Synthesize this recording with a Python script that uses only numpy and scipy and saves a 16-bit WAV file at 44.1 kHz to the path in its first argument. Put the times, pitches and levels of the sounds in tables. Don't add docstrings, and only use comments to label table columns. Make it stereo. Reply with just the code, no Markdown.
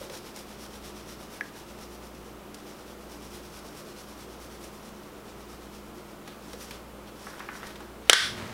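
import sys
import numpy as np
from scipy import signal
from scipy.fft import rfft, irfft, next_fast_len
from scipy.io import wavfile

SR = 44100
rng = np.random.default_rng(int(sys.argv[2]) if len(sys.argv) > 2 else 0)


def transcribe(u):
    v = np.clip(np.atleast_2d(u).T, -1, 1)
    q = np.round(v * 32767).astype(np.int16)
    wavfile.write(sys.argv[1], SR, q)


N = 376173
TIME = np.arange(N) / SR


def amp(db):
    return 10 ** (np.asarray(db) / 20)


def unit(x):
    return x / np.sqrt(np.mean(x ** 2) + 1e-20)


def read(points, hz):
    f, value = np.transpose(points)
    return np.interp(np.log(hz + 1), np.log(f + 1), value)


def colour(x, spectrum):
    size = next_fast_len(len(x))
    gain = amp(read(spectrum, np.fft.rfftfreq(size, 1 / SR)))
    return unit(irfft(rfft(x, size) * gain, size)[:len(x)])


def noise(spectrum, size=N):
    return colour(rng.standard_normal(size), spectrum)


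def add(mix, start_s, sound):
    part = mix[round(start_s * SR):][:len(sound)]
    part += sound[:len(part)]


def drift(per_s):
    return unit(np.interp(TIME * per_s, np.arange(4096), rng.standard_normal(4096)))


def grains(spectrum, per_s, spread_db):
    size = amp(spread_db * np.minimum(rng.exponential(1, N), 4)) * rng.standard_normal(N)
    hit = rng.random(N) < per_s / SR
    return colour(size * hit, spectrum)


def ring(modes):
    t = np.arange(SR) / SR
    out = np.zeros(SR)
    for k, (hz, db, t60_s) in enumerate(modes):
        decay = np.exp(-np.log(1000) * t / t60_s)
        out += (-1) ** k * amp(db) * decay * np.sin(2 * np.pi * hz * t)
    return out


# frequency in Hz, density in dB per Hz (relative).
AIR_TONE = [(20, -11), (45, -6), (90, -10), (170, -2.5), (250, -3.5), (350, 1), (480, -1.5), (800, -7),
            (1300, -7.5), (1700, -15), (3200, -18.5), (4300, -23.5), (8000, -28), (15800, -31.5)]
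# frequency in Hz, level in dB rms, unsteadiness from 0 to 1.
BLADE_TONES = [(117.5, -65, 0), (154, -65, 0.4), (206, -55.5, 0.23), (231.6, -61.5, 0.67), (297, -61, 0.91),
               (355, -58.5, 0.82)]
AIR_DB, SHAFT_DB, MAINS_DB = -47, -56.5, -62.5
MAINS_HZ, SLIP_HZ, IN_STEP_S = 60, 0.84, 0.87


def fan():
    out = amp(AIR_DB) * noise(AIR_TONE)
    for hz, db in [(MAINS_HZ - SLIP_HZ, SHAFT_DB), (MAINS_HZ, MAINS_DB)]:
        out += amp(db) * unit(np.cos(2 * np.pi * hz * (TIME - IN_STEP_S)))
    for hz, db, unsteady in BLADE_TONES:
        wander = (drift(hz / 25) + 1j * drift(hz / 25)) / np.sqrt(2)
        waver = np.sqrt(1 - unsteady ** 2) + unsteady * wander
        out += amp(db) * np.sqrt(2) * (waver * np.exp(2j * np.pi * hz * TIME)).real
    return out


def buckles(rows, rise_s, fade_s, span, settle_db=-13.0, settle_s=0.078, order=3):
    out = np.zeros(N)
    t = np.arange(SR // 4) / SR
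    decay = np.exp(-t / fade_s) + amp(settle_db) * np.exp(-t / settle_s)
    shape = (1 - np.exp(-t / rise_s)) * decay
    shape /= shape.max()
    for s, db, hz in rows:
        band = signal.butter(order, [hz / span, hz * span], "band", fs=SR, output="sos")
        hollow = unit(signal.sosfilt(band, rng.standard_normal(len(t))))
        add(out, s, amp(db) * shape * hollow)
    return out


# start in seconds, level in dB, pitch in Hz.
HAND_BUMPS = [(.010, -38.5, 510), (.098, -41.5, 503), (6.533, -40, 463), (7.17, -49, 332)]


def bumps():
    return buckles(HAND_BUMPS, rise_s=0.0017, fade_s=0.011, span=1.166)


# first stroke in seconds, last stroke in seconds, strokes per second,
# paper drive in dB relative to the powder drive.
SHAKING_RUNS = [(.033, 1.704, 8.3, 1), (1.824, 2.28, 9.4, -2), (2.592, 2.9, 9.7, 2),
                (3.028, 4.97, 9.3, -1.5), (5.06, 6.102, 8.6, -1)]
# time in seconds, powder drive in dB.
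HAND_EFFORT = [(.2, -46), (.42, -49), (1.1, -48), (1.7, -51.5), (1.9, -49.5), (2.2, -57.5), (2.72, -53),
               (3.02, -56), (3.2, -48.7), (3.75, -49.5), (4.4, -52), (4.7, -49.5), (5.1, -62.5),
               (5.3, -54.5), (5.75, -54), (5.87, -60), (6.1, -54.5)]
THROW_DB = 1.58
STROKE_HALF_S, STROKE_SPREAD_DB = 0.045, 0.25


def strokes():
    times, paper_db = [], []
    for first_s, last_s, per_s, run_paper_db in SHAKING_RUNS:
        count = round((last_s - first_s) * per_s) + 1
        times.extend(np.linspace(first_s, last_s, count))
        paper_db.extend([run_paper_db] * count)
    effort_db = np.interp(times, *np.transpose(HAND_EFFORT))
    throw_db = np.resize([-THROW_DB, THROW_DB], len(times))
    chance_db = STROKE_SPREAD_DB * rng.standard_normal(len(times))
    drive_db = effort_db + throw_db + chance_db
    return [(s, db, STROKE_HALF_S, paper) for s, db, paper in zip(times, drive_db, paper_db)]


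# centre in seconds, powder drive in dB,
# half length in seconds, paper drive in dB relative to the powder drive.
PACKET_SQUEEZES = [(6.304, -57.5, .049, 10.5), (6.502, -53, .09, 1.5), (6.628, -45, 0.042, -2.5),
                   (6.725, -51, .066, 5.5), (7.084, -56, .02, 7), (7.26, -50, 0.089, -1),
                   (7.387, -55.5, .13, 5.5), (7.566, -48, .04, -3), (7.668, -52.5, .08, 5.5),
                   (7.8, -61, .11, 6), (8.103, -55, 0.066, 9)]
# frequency in Hz, density in dB per Hz (relative).
POWDER_TONE = [(1000, -19), (3000, -9), (4500, -6), (5700, -2.5), (7000, -10), (9700, -16), (13000, -22),
               (15800, -30)]
# frequency in Hz, density in dB per Hz (relative).
FIZZ_TONE = [(4000, -24), (7000, -2), (9700, 1), (13000, -3.5), (15800, -9)]
# frequency in Hz, density in dB per Hz (relative).
PAPER_TONE = [(300, 3), (900, 2), (1800, 0), (2600, -1.5), (3500, -0.5), (4800, -7.5), (8000, -22)]


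def shaking(slide_db=-4.0, wall_db=-3, fizz_db=-7, fizz_growth=0.25, usual_db=-49,
            sing_db=-14, sing_hz=5550, sing_width_hz=550, clump_db=1.0):
    powder_power, paper_power = np.zeros((2, N))
    for s, db, half_s, paper_db in strokes() + PACKET_SQUEEZES:
        near = slice(max(round((s - 2 * half_s) * SR), 0), round((s + 2 * half_s) * SR))
        power = amp(db) ** 2 * np.exp(-2 * ((TIME[near] - s) / half_s) ** 2)
        powder_power[near] += power
        paper_power[near] += power * amp(paper_db) ** 2
    speed = np.sqrt(powder_power)
    slide = amp(slide_db) * grains(POWDER_TONE, per_s=9000, spread_db=1.5)
    fizz_gain = amp(fizz_db + 0.64 * drift(11)) * (speed / amp(usual_db)) ** fizz_growth
    fizz = fizz_gain * grains(FIZZ_TONE, per_s=9000, spread_db=-2.5)
    lowpass = signal.butter(2, sing_width_hz / 2, fs=SR)
    fuzz = unit(signal.lfilter(*lowpass, rng.standard_normal(N)))
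    turns = np.cumsum(sing_hz * (1 + 0.035 * drift(10))) / SR
    sing = amp(sing_db + 2.2 * drift(8.2)) * unit(fuzz * np.cos(2 * np.pi * turns))
    wall = amp(wall_db) * np.sqrt(paper_power) * grains(PAPER_TONE, per_s=4000, spread_db=-1.0)
    return (speed * (slide + fizz + sing) + wall) * amp(clump_db * drift(150))


# start in seconds, level in dB, low paper share in dB relative to it.
CREASE_SNAPS = [(0.098, -48, 8), (.361, -41, -11), (2.544, -40, -7), (6.277, -45.5, 8.5), (6.532, -41.5, 2),
                (6.709, -43, 7), (7.394, -47, 8), (7.668, -42, -17), (7.705, -52.5, 13), (7.757, -51, 10),
                (7.804, -50, 5)]
SNAP_FADE_S = 0.0062
CREASE_COUNT, HANDLED_S, CREASE_DB, CREASE_PAPER_DB = 10, 7.9, -53.5, 1


def snaps(fizz_db=-3):
    crisp = unit(noise(POWDER_TONE) + amp(fizz_db) * noise(FIZZ_TONE))
    dull = noise(PAPER_TONE)
    high, low = np.zeros((2, N))
    fade = np.exp(-np.arange(SR // 8) / SR / SNAP_FADE_S)
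    faint_s = rng.uniform(0, HANDLED_S, CREASE_COUNT)
    faint = [(s, CREASE_DB, CREASE_PAPER_DB) for s in faint_s]
    for s, db, paper_db in CREASE_SNAPS + faint:
        add(high, s, amp(db) * fade)
        add(low, s, amp(db + paper_db) * fade)
    return high * crisp + low * dull


# frequency in Hz, relative level in dB, t60 in seconds.
TAP_MODES = [(680, -20, 0.0065), (1684, -2.5, 0.025), (2000, -5.5, .018), (2290, -6.5, 0.011),
             (5800, -18, 0.0053), (11200, -29, .016)]
TAP_S, TAP_GAIN_DB = 1.4095, -17.5


def tap():
    out = np.zeros(N)
    add(out, TAP_S, amp(TAP_GAIN_DB) * ring(TAP_MODES))
    return out


# start in seconds, level in dB.
WALL_POPS = [(7.268, -38), (7.333, -43.5), (7.403, -34.5), (7.487, -33), (7.552, -40), (7.630, -36),
             (7.804, -41.5)]
POP_HZ, POP_USUAL_DB, POP_OCTAVES_PER_DB = 1230, -37.5, 0.025


def pops():
    rows = [(s, db, POP_HZ * 2 ** (POP_OCTAVES_PER_DB * (db - POP_USUAL_DB))) for s, db in WALL_POPS]
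    return buckles(rows, rise_s=0.00085, fade_s=0.0042, span=1.59)


# start in seconds, gain in dB, brightness in Hz, low thud gain in dB.
CLACK_BLOWS = [(8.0967, 1, 14000, -8), (8.131, 4.5, 10500, -17)]
# frequency in Hz, density in dB per Hz (relative).
CRACK_TONE = [(100, -14), (400, -10), (700, -27), (900, -14), (1200, -2.5), (1600, 0), (2100, 2),
              (2500, -4), (3300, 4), (4500, -8), (5600, -3), (6500, -10), (8000, -8), (10500, -11.5),
              (12500, -26), (15800, -27)]
# frequency in Hz, relative level in dB, t60 in seconds.
THUD_MODES = [(395, -3, 0.035), (680, 1, 0.0096), (1220, -10, 0.037)]
# frequency in Hz, relative level in dB, t60 in seconds.
METAL_MODES = [(915, -35.5, 0.55), (1275, -37, 0.37), (1480, -24, 0.22), (1543, -25, 0.22),
               (1550, -40, 0.26), (1590, -27, 0.23), (1780, -36, 0.25), (1920, -43, 0.27), (3100, -41, .33),
               (3270, -37, .33), (3420, -43, .3), (3553, -39, 0.37), (3830, -34, .33)]


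def clacks(fade_s=0.0038, crack_db=-29.5, ring_db=-5, lowest_hz=230, beam=0.61, beam_hz=3000):
    direct, spread = np.zeros((2, N))
    fade = np.exp(-np.arange(SR) / SR / fade_s)
    treble = signal.butter(1, beam_hz, "high", fs=SR)
    even = colour(signal.unit_impulse(SR, SR // 1000), CRACK_TONE)
    for s, db, bright_hz, thud_db in CLACK_BLOWS:
        crack = unit(noise(CRACK_TONE, SR) * fade)
        crack = crack + beam * signal.lfilter(*treble, crack)
        body = amp(thud_db) * ring(THUD_MODES) + amp(ring_db) * ring(METAL_MODES)
        contact = signal.butter(1, bright_hz, fs=SR)
        add(direct, s, amp(db) * signal.lfilter(*contact, amp(crack_db) * crack + body))
        add(spread, s, amp(db) * signal.lfilter(*contact, amp(crack_db) * even + body))
    return signal.lfilter(*signal.butter(2, lowest_hz, "high", fs=SR), [direct, spread])


# time in seconds, level in dB.
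ROLL_LEVEL = [(8.15, -47), (8.24, -44), (8.355, -45), (8.385, -36), (8.44, -38), (8.53, -42)]
# frequency in Hz, density in dB per Hz (relative).
RUMBLE_TONE = [(30, -30), (70, -23), (105, 11), (150, -13), (210, 1), (320, -9.5), (700, -10),
               (1200, -10.5), (2600, -16), (5000, -22.5), (15000, -38)]


def rolling():
    s, db = np.transpose(ROLL_LEVEL)
    level_db = np.interp(TIME, s, db, left=-np.inf)
    return amp(level_db) * grains(RUMBLE_TONE, per_s=9000, spread_db=0.5)


# frequency in Hz, t60 in seconds.
KITCHEN_T60 = [(200, 0.14), (1500, 0.34), (4000, 0.38), (8000, 0.36), (15000, 0.47)]
# frequency in Hz, relative level in dB.
KITCHEN_TONE = [(200, 2), (700, -5), (1500, 3.5), (2600, -3.5), (3400, -1), (4500, 4), (7000, -4.5),
                (10000, -4.5), (15000, -1.5)]


def room(x):
    taps = np.zeros(SR)
    slots = np.arange(SR // 300, SR - 20, 20)
    taps[slots + rng.integers(0, 20, len(slots))] = rng.choice([-1., 1.], len(slots))
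    hz, t, bands = signal.stft(taps, SR, nperseg=256)
    decay = np.exp(-np.log(1000) * t / read(KITCHEN_T60, hz)[:, None])
    bands = bands * amp(read(KITCHEN_TONE, hz))[:, None] * decay
    tail = signal.istft(bands, SR, nperseg=256)[1]
    return signal.fftconvolve(x, tail / np.linalg.norm(tail))[:N]


MIC_HISS_DB = -57.5


def scene(packet_wet_db=-12, knock_wet_db=-11, tap_wet_db=-13.5, clack_wet_db=-1.55,
          width_db=-34, diffuse_db=-73):
    packet = shaking() + snaps()
    knocks = bumps() + pops()
    tapped = tap()
    clack, clack_spread = clacks()
    sent = amp(packet_wet_db) * packet + amp(knock_wet_db) * knocks
    sent += amp(tap_wet_db) * tapped + amp(clack_wet_db) * clack_spread
    mid = fan() + packet + knocks + tapped + clack + rolling() + room(sent)
    side = amp(width_db) * room(sent) + amp(diffuse_db) * noise(AIR_TONE)
    return np.array([mid + side, mid - side]) + amp(MIC_HISS_DB) * rng.standard_normal((2, N))


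EDGE_HZ = 15900


def record(dry, limit_db=-8, slope=0.77, recover_db_per_s=150, attack_s=0.0068, ceiling=0.96):
    peak_db = 20 * np.log10(abs(dry).max(0) + 1e-9)
    fall_db = TIME * recover_db_per_s
    held_db = np.maximum.accumulate(peak_db + fall_db) - fall_db
    over_db = np.maximum(held_db - limit_db, 0)
    lag = np.exp(-1 / (attack_s * SR))
    duck_db = slope * signal.lfilter([1 - lag], [1, -lag], over_db)
    clipped = np.clip(dry / amp(duck_db), -ceiling, ceiling)
    lowpass = signal.firwin(255, EDGE_HZ, window=("kaiser", 9), fs=SR)
    return signal.oaconvolve(clipped, lowpass[None], "same")


dry = scene()
out = record(dry)
transcribe(out)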